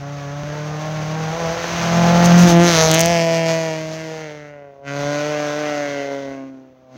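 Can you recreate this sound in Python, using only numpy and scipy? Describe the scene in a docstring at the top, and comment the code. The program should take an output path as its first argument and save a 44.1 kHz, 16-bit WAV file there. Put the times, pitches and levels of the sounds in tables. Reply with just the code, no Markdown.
"""A four-cylinder rally car comes flat out along a snowy forest road, its intake drone and churning tyres leading.
A tick with a dull thump falls early on; slush spatters just before the car passes a few metres away at about 2.6 s.
Then the exhaust barks and rasps, thin bright clicks crackle at its loudest, and the low rumble falls with the wake.
Far off the driver lifts, opens the throttle again, lifts once more and starts to open it at the very end.
Firing pulses ring through filters as exhaust, a swayed sine is the intake, shaped noise is snow, rumble and air."""
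import sys
import numpy as np
from scipy import signal
from scipy.fft import rfft, irfft, next_fast_len
from scipy.io import wavfile
from scipy.ndimage import uniform_filter1d, map_coordinates

SR = 44100
rng = np.random.default_rng(int(sys.argv[2]) if len(sys.argv) > 2 else 0)


def store_pcm(level_fs):
    """Save levels as 16-bit WAV."""
    pcm = np.round(np.clip(level_fs, -1, 1) * 32767).astype(np.int16)
    wavfile.write(sys.argv[1], SR, np.atleast_2d(pcm).T)


N = 307377
TIME = np.arange(N) / SR


def from_db(db):
    """Decibels to gain."""
    return 10 ** (np.asarray(db) / 20)


def rms_one(x):
    """Scale to unit power."""
    return x / np.sqrt(np.mean(x ** 2) + 1e-20)


def in_time(rows):
    """Each column of a curve, interpolated at every sample."""
    time_s, *columns = np.transpose(rows)
    return [np.interp(TIME, time_s, column) for column in columns]


def drift(rate):
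    """Smooth random wander of spread 1, with the given number of random knots per second."""
    knots = rng.standard_normal(8000)
    coarse_s = TIME[::16]
    wander = map_coordinates(knots, [coarse_s * rate + 5], order=3, mode="wrap")
    return rms_one(np.interp(TIME, coarse_s, wander))


def wavering(level_db, waver_db, per_s=14):
    """Gain that wavers a little as the car bucks and slews."""
    return from_db(level_db + waver_db * drift(per_s))


def white_noise():
    """Gaussian noise, equally strong at all pitches."""
    return rng.standard_normal(N)


def coloured(x, spectrum, size=4096):
    """Causal (minimum-phase) filter with the given spectrum: its peaks ring after each pulse."""
    hz, db = np.transpose(spectrum)
    grid_hz = np.maximum(np.fft.rfftfreq(size, 1 / SR), 1)
    gain = from_db(np.interp(np.log(grid_hz), np.log(hz), db))
    # folding the cepstrum onto positive time makes the filter minimum-phase
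    cepstrum = irfft(np.log(gain))
    cepstrum[1:size // 2] *= 2
    cepstrum[size // 2 + 1:] = 0
    impulse_response = irfft(np.exp(rfft(cepstrum)))
    return signal.fftconvolve(x, impulse_response)[:N]


def band(x, low_hz, high_hz, order=24):
    """A steep zero-phase band; bands that share an edge add up to the whole."""
    size = next_fast_len(N + 4096)
    hz = np.fft.rfftfreq(size, 1 / SR)
    below_high = 1 / (1 + (hz / high_hz) ** order)
    below_low = 1 / (1 + (hz / low_hz) ** order)
    return irfft(rfft(x, size) * (below_high - below_low), size)[:N]


def high_passed(x, order, low_hz):
    """Keep what lies above low_hz."""
    return signal.sosfilt(signal.butter(order, low_hz, "high", fs=SR, output="sos"), x)


def evened(x, size=2200):
    """Hold the running power at 1 over windows of size samples."""
    return x / np.sqrt(np.maximum(uniform_filter1d(x ** 2, size), 1e-14))


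def clicks_at(events):
    """One click of the given height for each event."""
    clicks = np.zeros(N)
    for start_s, db in events:
        clicks[round(start_s * SR)] = from_db(db)
    return clicks


# how hard the engine works, before each part takes its share: time_s, throttle_db
THROTTLE = [(0, -6.5), (.42, -4.4), (1.2, -3), (1.94, .3), (3.53, -.6), (3.89, -6), (4.23, -10),
            (4.47, -16.5), (4.81, -29.5), (4.88, -3.5), (5.08, 1.9), (5.88, 1.5), (6.31, -5.6),
            (6.59, -19.3), (6.76, -26.6), (6.89, -24), (6.97, -8)]
# how each part follows distance, heading and throttle; name: abeam_db (before throttle and swells),
# loss_db per doubling of distance, rear_db (gain to the rear, loss ahead), throttle_share,
# smoothing_s (averaging of the throttle), abeam_s (moment of passing).
# "snow" is relative to the hiss, "echo" to the direct sound, "uneven" scales the firing differences
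PARTS = {"drone": (-7.3, 5.5, -3.4, .88, .02, 2.62), "octave": (-27.8, 1.6, 1.9, 1.0, .02, 2.25),
         "bark": (-16.6, 3.3, 2.5, 1.02, .2, 2.6), "rasp": (-22.0, 3.1, -.6, 1.27, .01, 2.72),
         "hiss": (-18.4, 6.3, 1.0, 1.23, .01, 2.74), "rumble": (-32.0, 5.7, -.5, .1, .02, 2.3),
         "snow": (-9.6, -2.5, -4.5, -.2, .02, 2.68), "echo": (-21.0, -5.2, -8.0, -.15, .02, 2.6),
         "uneven": (-2.4, .1, -3.3, .02, .02, 2.45)}
# bell-shaped swells and dips of single parts; name: centre_s, half_length_s, swell_db
SWELLS = {"drone": [(1.38, .036, -8), (1.56, .035, -6), (1.66, .13, -12.5), (2.37, .06, 3),
          (2.5, .02, -6.8), (2.74, .09, -6.6), (4.99, .075, 4.3), (5.95, .37, -7)],
          "octave": [(1.6, .44, -7), (2.42, .015, -12), (2.55, .11, 11), (2.84, .03, -12), (2.93, .05, 7),
          (6.53, .16, 11.4)], "bark": [(1.45, .08, 5.5), (1.76, .11, -4.5), (2.11, .13, 4.2),
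          (2.41, .025, -6), (2.72, .035, -5.8), (3.35, .17, 2), (3.92, .1, -3), (4.66, .1, 8.5),
          (6.15, .13, 2.5), (6.52, .08, -4)], "rasp": [(2.55, .08, -3), (2.88, .025, -6), (3.26, .03, -3),
          (3.9, .047, -6), (4.0, .025, 3), (4.24, .04, 3), (4.58, .18, 10.4), (5.9, .2, 2), (6.9, .12, -6),
          (4.88, .025, 4)], "hiss": [(2.58, .045, -8), (2.81, .05, 2.5), (3.28, .03, -3), (3.35, .015, 3),
          (3.43, .025, -3), (3.5, .026, 4.5), (3.94, .015, 4), (4.15, .12, 2), (4.62, .12, -9),
          (4.82, .02, -7), (6.55, .2, -5.5)], "rumble": [(2.8, .05, 8), (3.09, .04, 10), (5.03, .05, 15),
          (6.3, .04, 13)], "snow": [(3.3, .5, -3.5), (4.9, .05, -3), (5.5, .35, 2)],
          "echo": [(3.35, .45, -10), (4.9, .05, -15), (5.15, .15, 4)], "uneven": [(1.2, .1, 2),
          (1.43, .06, -4), (1.75, .2, 2), (2.62, .05, -4), (3.5, .4, -1.5), (5.25, .25, -3)]}
SPEED_M_PER_S, CLOSEST_M = 20.0, 4.0   # a straight run past the listener


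def level_of(part):
    """Level in dB of one part as the car drives past: distance, heading, throttle and swells add up."""
    abeam_db, loss_db, rear_db, throttle_share, smoothing_s, abeam_s = PARTS[part]
    coarse_s = TIME[::64]
    along_m = SPEED_M_PER_S * (coarse_s - abeam_s)
    distance_m = np.hypot(along_m, CLOSEST_M)
    heading_db = rear_db * along_m / distance_m
    distance_db = -loss_db * np.log2(distance_m / CLOSEST_M)
    throttle_db = np.interp(coarse_s, *np.transpose(THROTTLE))
    throttle_db = uniform_filter1d(throttle_db, size=1 + int(smoothing_s / coarse_s[1]))
    swell_db = sum(db * np.exp(-.5 * ((coarse_s - centre_s) / half_length_s) ** 2)
                   for centre_s, half_length_s, db in SWELLS[part])
    level_db = abeam_db + heading_db + distance_db + throttle_share * throttle_db + swell_db
    return np.interp(TIME, coarse_s, level_db)


# still forest: pitch_hz, relative_db
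AIR_COLOUR = [(25, -32), (90, -12), (300, -4), (600, -7.5), (1100, -13.5), (3000, -24), (7000, -37),
              (15000, -20.5)]


def forest_air(level_db=-58):
    """The still forest: a faint, steady bed of shaped noise."""
    return from_db(level_db) * rms_one(coloured(white_noise(), AIR_COLOUR))


# tick and thump: start_s, relative_db
TICKS = [(0.4347, -37.5)]


def tick_and_thump(tick_db=16, thump_db=58, thump_hz=160):
    """A tiny click, and the same click through a low band as a dull thump."""
    clicks = clicks_at(TICKS)
    low_band = signal.butter(1, [thump_hz / 2, thump_hz], "band", fs=SR, output="sos")
    thump = signal.sosfilt(low_band, clicks + 1e-18)
    return from_db(tick_db) * clicks + from_db(thump_db) * thump


# wheels over ruts: pitch_hz, relative_db
RUMBLE_COLOUR = [(20, -39.5), (40, -17.5), (60, -4), (82, -1.5), (120, -10.5), (200, -12), (500, -40),
                 (2000, -81)]
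WAKE_ENDS_S, WAKE_FADE_S, WAKE_DROP_DB = 3.15, .025, 11   # the rumble falls away once the wake has gone by


def rumble(firing_hz, lump_db=2.0, throb_db=-7):
    """Wheels thud over ruts as low noise; the crankshaft adds a throb at half the firing rate."""
    throb = np.sqrt(2) * np.sin(np.pi * np.cumsum(firing_hz) / SR + drift(12))
    thuds = rms_one(coloured(white_noise(), RUMBLE_COLOUR))
    wake_gone = .5 + .5 * np.tanh((TIME - WAKE_ENDS_S) / WAKE_FADE_S)
    level_db = level_of("rumble") - WAKE_DROP_DB * wake_gone + lump_db * drift(18)
    return from_db(level_db) * (thuds + from_db(throb_db) * throb)


# tyres in snow: pitch_hz, relative_db per Hz
SNOW_COLOUR = [(60, -11.5), (130, 8), (280, 3), (600, 12), (900, 9), (1500, 6), (2300, 5.5), (3500, 1.5),
               (5500, -1), (9000, -5), (15000, -2)]


def tyres(level_db, grains_per_s=900, grain_db=-6, churn_db=0.84):
    """Studded treads churn the snow as noise and fling icy grains, random clicks, at the wheel arches."""
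    chance = grains_per_s * from_db(4 * drift(25)) / SR
    born = rng.random(N) < chance
    heavy_db = 1.5 * np.minimum(rng.exponential(1, N), 4)   # a few grains hit much harder
    grains = born * white_noise() * from_db(heavy_db)
    spray = coloured(white_noise() + from_db(grain_db) * rms_one(grains), SNOW_COLOUR)
    hiss_rms = np.std(band(spray, 3200, 7500))   # the level refers to this band
    return from_db(level_db + churn_db * drift(45)) * spray / hiss_rms


# slush flung by the wheels as they go by: centre_s, level_db, half_length_s
SLUSH = [(2.254, -16, 0.012), (2.39, -18, .009), (2.425, -19.5, 0.021), (2.498, -15, 0.02)]
# its colour: pitch_hz, relative_db per Hz
SLUSH_COLOUR = [(300, -16), (2000, -8), (5500, -4.5), (9000, 1), (15000, 0.5)]


def slush(clump_db=2.0):
    """Thrown snow: short, bright bursts of noise, made clumpy by a fast wander in level."""
    swell = sum(from_db(level_db) * np.exp(-.5 * ((TIME - centre_s) / half_length_s) ** 2)
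                for centre_s, level_db, half_length_s in SLUSH)
    clumps = white_noise() * from_db(clump_db * drift(500))
    return swell * rms_one(coloured(clumps, SLUSH_COLOUR))


def forest_echo(x, t60_s=0.41, first_s=.004):
    """Trunks and snow banks scatter a short dense echo: convolution with decaying noise."""
    tail_s = TIME[:SR // 2]
    echo = rng.standard_normal(len(tail_s)) * from_db(-60 * tail_s / t60_s) * (tail_s > first_s)
    return signal.fftconvolve(x, echo / np.sqrt(np.sum(echo ** 2)))[:N]


# overload crackle while the car is loudest: start_s, relative_db
CRACKLES = [(2.915, 1), (2.941, -3), (2.946, 0), (2.9943, -2), (3.0066, 4), (3.013, 1), (3.0595, -1)]


def overload_crackle(gain_db=22.5, low_hz=8000):
    """Thin, bright clicks placed by the table, with only their top treble kept, as of an overdriven input."""
    return from_db(gain_db) * high_passed(clicks_at(CRACKLES), 4, low_hz)


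# engine speed as heard; it flares as the wheels slip and drops as the car goes by: time_s, firings_per_s
REVS = [(0.0, 140.0), (0.13, 144.2), (0.25, 141.3), (0.39, 146.2), (0.62, 150.5), (0.79, 152.1),
        (0.85, 155.4), (0.93, 155.7), (1.03, 153.2), (1.16, 159.1), (1.3, 158.2), (1.36, 167.1),
        (1.4, 169.1), (1.46, 163.0), (1.49, 163.9), (1.53, 167.4), (1.76, 170.3), (1.82, 168.8),
        (2.27, 173.8), (2.31, 172.5), (2.45, 175.9), (2.52, 169.9), (2.58, 169.9), (2.64, 173.7),
        (2.68, 173.8), (2.77, 160.9), (2.91, 159.1), (3.11, 171.4), (3.2, 166.5), (3.67, 161.7),
        (3.71, 158.4), (3.78, 158.0), (4.04, 159.9), (4.21, 157.8), (4.29, 150.8), (4.5, 146.4),
        (4.76, 137.7), (5.3, 149.7), (5.49, 147.0), (5.61, 150.3), (6.0, 140.3), (6.19, 138.5),
        (6.76, 129.3), (6.97, 128.6)]


def revs(slip=.0016, slips_per_s=24):
    """Firing rate, trembling around its curve as the tyres grip and slip."""
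    firing_hz, = in_time(REVS)
    return firing_hz * (1 + slip * drift(slips_per_s))


def intake(cycles, uneven_db, sway=.24, wander_db=2.0, flutter_db=0.47):
    """The firing tone, a sine; unequal cylinders sway its phase once in every four firings."""
    depth = sway * from_db(uneven_db + wander_db * drift(16))
    ripple = depth * np.sin(np.pi / 2 * cycles + drift(10))
    tone = np.sin(2 * np.pi * cycles + ripple)
    return -from_db(flutter_db * drift(40)) * tone


# four cylinders, never quite equal, before the "uneven" part scales them: strength_db, late_ms
CYLINDERS = [(-2.8, 0.044), (-7.2, -0.043), (-4.9, -0.082), (-4.5, 0.012)]


def firings(cycles, uneven, scatter_db=1.2, jitter_ms=.035):
    """One sharp pressure pulse each time an exhaust valve opens."""
    count = np.arange(1, int(cycles[-1]))
    at = np.interp(count, cycles, np.arange(N))
    chance = rng.standard_normal((len(count), 2))
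    strength_db, late_ms = np.array(CYLINDERS)[count % len(CYLINDERS)].T
    spread = uneven[at.astype(int)]
    height = from_db(spread * (strength_db + scatter_db * chance[:, 0]))
    late = spread * (late_ms + jitter_ms * chance[:, 1])
    at = np.clip(at + late * SR / 1000, 0, N - 2)
    # a pulse between two samples is shared by both
    pulses, whole = np.zeros(N), at.astype(int)
    pulses[whole] = height * (1 - at % 1)
    pulses[whole + 1] = height * (at % 1)
    return pulses


def gas_jet(pulses, puff_s=0.0011, onset_hz=3500):
    """Each pulse drives a short turbulent puff of noise out of the pipe, mostly treble."""
    gate = signal.lfilter([1], [1, -np.exp(-1 / (puff_s * SR))], pulses)
    return high_passed(rms_one(gate * white_noise()), 1, onset_hz)


# silencer cavities that hold parts of each pulse back: pitch_hz, width_hz
CAVITIES = [(1100, 3600), (4000, 900), (6100, 1700)]


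def dispersed(x):
    """All-pass cavities smear each pulse into a short chirp."""
    for pitch_hz, width_hz in CAVITIES:
        radius = np.exp(-np.pi * width_hz / SR)
        poles = [1, -2 * radius * np.cos(2 * np.pi * pitch_hz / SR), radius * radius]
        x = signal.lfilter(poles[::-1], poles, x)
    return x


# bounce off the car's body as the tail swings round: time_s, lag_ms (before the slewing wander), strength
BOUNCE = [(0, 0.07, .1), (2.5, 0.043, 0.6), (2.7, 0.19, 0.16), (2.85, 0.16, 0.56), (3.0, 0.34, 0.2),
          (3.2, .39, .5), (3.7, 0.44, 0.27), (6.97, 0.49, .35)]
# later return from the snow bank: time_s, lag_ms (before the slewing wander), strength
BANK = [(0, 1.72, 0.27), (2.4, 2.32, 0.082), (3.0, 2.2, .15), (3.8, 2.05, 0.6), (4.4, 2.05, 0.2),
        (5.0, 2, 0.37), (5.9, 1.78, 0.36), (6.97, 2.04, 0.42)]


def bounced(x, slew=0.076):
    """Direct sound plus reflections off body and bank: comb notches that shift as the car slews."""
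    out = x
    for path in (BOUNCE, BANK):
        lag_ms, strength = in_time(path)
        lag_ms = lag_ms * (1 + slew * drift(7))
        out = out + strength * np.interp(TIME - lag_ms / 1000, TIME, x)
    return out


# exhaust colour from ahead, abeam and close behind, each: pitch_hz, relative_db
AHEAD = [(200, -10), (320, 2), (440, 1), (640, 7.5), (790, 3.5), (1050, -7), (1200, -14), (1380, -10.5),
         (1700, -14.5), (2000, -17), (2500, -26), (4000, -37.5), (15000, -22.5)]
ABEAM = [(200, -3.5), (480, -5), (660, -1), (830, -11), (1100, -13.5), (1420, -10), (1620, -10.5),
         (2050, -10.5), (2550, -14), (3500, -15), (4100, -12), (4600, -16.5), (6400, -15.5), (15000, -14.5)]
BEHIND = [(200, -13.5), (330, -15), (490, -9), (655, 3.5), (820, -10.5), (990, -13), (1280, -26.5),
          (1650, -18.5), (2050, -17.5), (2900, -23.5), (3700, -29.5), (4600, -26), (6000, -28.5),
          (15000, -28.5)]
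# two far-off exhaust colours, one thinner, one fuller near 1 and 1.5 kHz, each: pitch_hz, relative_db
FAR_THIN = [(200, -22.5), (290, -20.5), (440, -6), (580, 0), (720, -7), (870, -14.5), (1150, -27.5),
            (1450, -12.5), (1700, -18.5), (2080, -12), (2450, -28.5), (2800, -22), (3700, -37),
            (15000, -52)]
FAR_FULL = [(200, -13.5), (290, -10), (440, -5.5), (590, 1.5), (750, 0), (870, -15), (1030, -10.5),
            (1180, -15), (1490, -7.5), (1750, -18.5), (2060, -16.5), (2800, -23), (3600, -22.5),
            (15000, -30.5)]
# which colour is heard, with crossfades in between:
# time_s, view (0 ahead, 1 abeam, 2 behind, 3 far and thin, 4 far and full)
ASPECT = [(0, 0), (2.4, 0), (2.66, 1), (2.86, 1), (3.02, 2), (3.8, 2), (4.3, 3), (4.75, 3.5), (4.9, 4),
          (5.55, 4), (5.9, 3), (6.27, 3), (6.4, 3.9), (6.97, 3.9)]


def exhaust(cycles, echo_db, uneven_db, jet_db=-1, treble_echo_db=0, echo_gain_db=-3):
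    """Pulses and puffs ring in the pipe; a timed table crossfades between five colours."""
    pulses = rms_one(firings(cycles, from_db(uneven_db)))
    puffs = from_db(jet_db + uneven_db) * gas_jet(pulses)
    source = bounced(dispersed(pulses + puffs))
    # the echo leaves out the lowest part of the pulses
    scattered = band(source, 200, 1200) + from_db(treble_echo_db) * band(source, 1100, 20000)
    source = source + from_db(echo_db + echo_gain_db) * forest_echo(scattered)
    aspect, = in_time(ASPECT)
    pipe = np.zeros(N)
    for number, view in enumerate([AHEAD, ABEAM, BEHIND, FAR_THIN, FAR_FULL]):
        share = np.maximum(1 - abs(aspect - number), 0)
        pipe = pipe + share * coloured(source, view)
    return pipe


def engine(firing_hz, hiss_db, snow_db):
    """Drone, bark, rasp and sizzle, all locked to the firings; spraying snow veils the upper ones."""
    cycles = np.cumsum(firing_hz) / SR
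    uneven_db = level_of("uneven")
    pipe = exhaust(cycles, level_of("echo"), uneven_db)
    snow_share = np.clip(from_db(snow_db) ** 2, 0, .97)   # share of the power
    rasp_veil = np.sqrt(np.maximum(1 - 0.64 * snow_share, 0))
    sizzle_veil = np.sqrt(1 - snow_share)
    drone = wavering(level_of("drone"), waver_db=.6) * intake(cycles, uneven_db)
    octave = wavering(level_of("octave"), waver_db=1.0) * evened(band(pipe, 220, 334))
    bark = wavering(level_of("bark"), waver_db=.8) * evened(band(pipe, 370, 1197))
    rasp = wavering(level_of("rasp"), waver_db=.8) * rasp_veil * evened(band(pipe, 1110, 3320))
    sizzle = wavering(hiss_db, waver_db=.8) * sizzle_veil * evened(band(pipe, 3160, 18000))
    return drone + octave + bark + rasp + sizzle


def scene():
    """The car and the quiet forest, the same in both channels."""
    firing_hz = revs()
    hiss_db = level_of("hiss")
    snow_db = np.minimum(level_of("snow"), 0)
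    background = forest_air() + tick_and_thump()
    road = rumble(firing_hz) + tyres(hiss_db + snow_db) + slush()
    car = engine(firing_hz, hiss_db, snow_db)
    return np.tile(background + road + overload_crackle() + car, (2, 1))


# a small microphone that peaks near 6 kHz and is dull above: pitch_hz, gain_db
MICROPHONE = [(100, 1), (5200, 1), (6300, 7.5), (6750, 1), (7200, -6), (8000, -13), (10500, -20),
              (15000, -17)]
CUTOFF_HZ = 15800


def record(dry, knee=.96):
    """A mono microphone colours the treble; the highest peaks are rounded and the top is cut."""
    heard = coloured(dry[0], MICROPHONE)
    rounded = heard / (1 + (heard / knee) ** 10) ** (1 / 10)
    top_cut = signal.ellip(10, .1, 80, CUTOFF_HZ, fs=SR, output="sos")
    return np.tile(signal.sosfilt(top_cut, rounded), (2, 1))


dry = scene()
out = record(dry)
store_pcm(out)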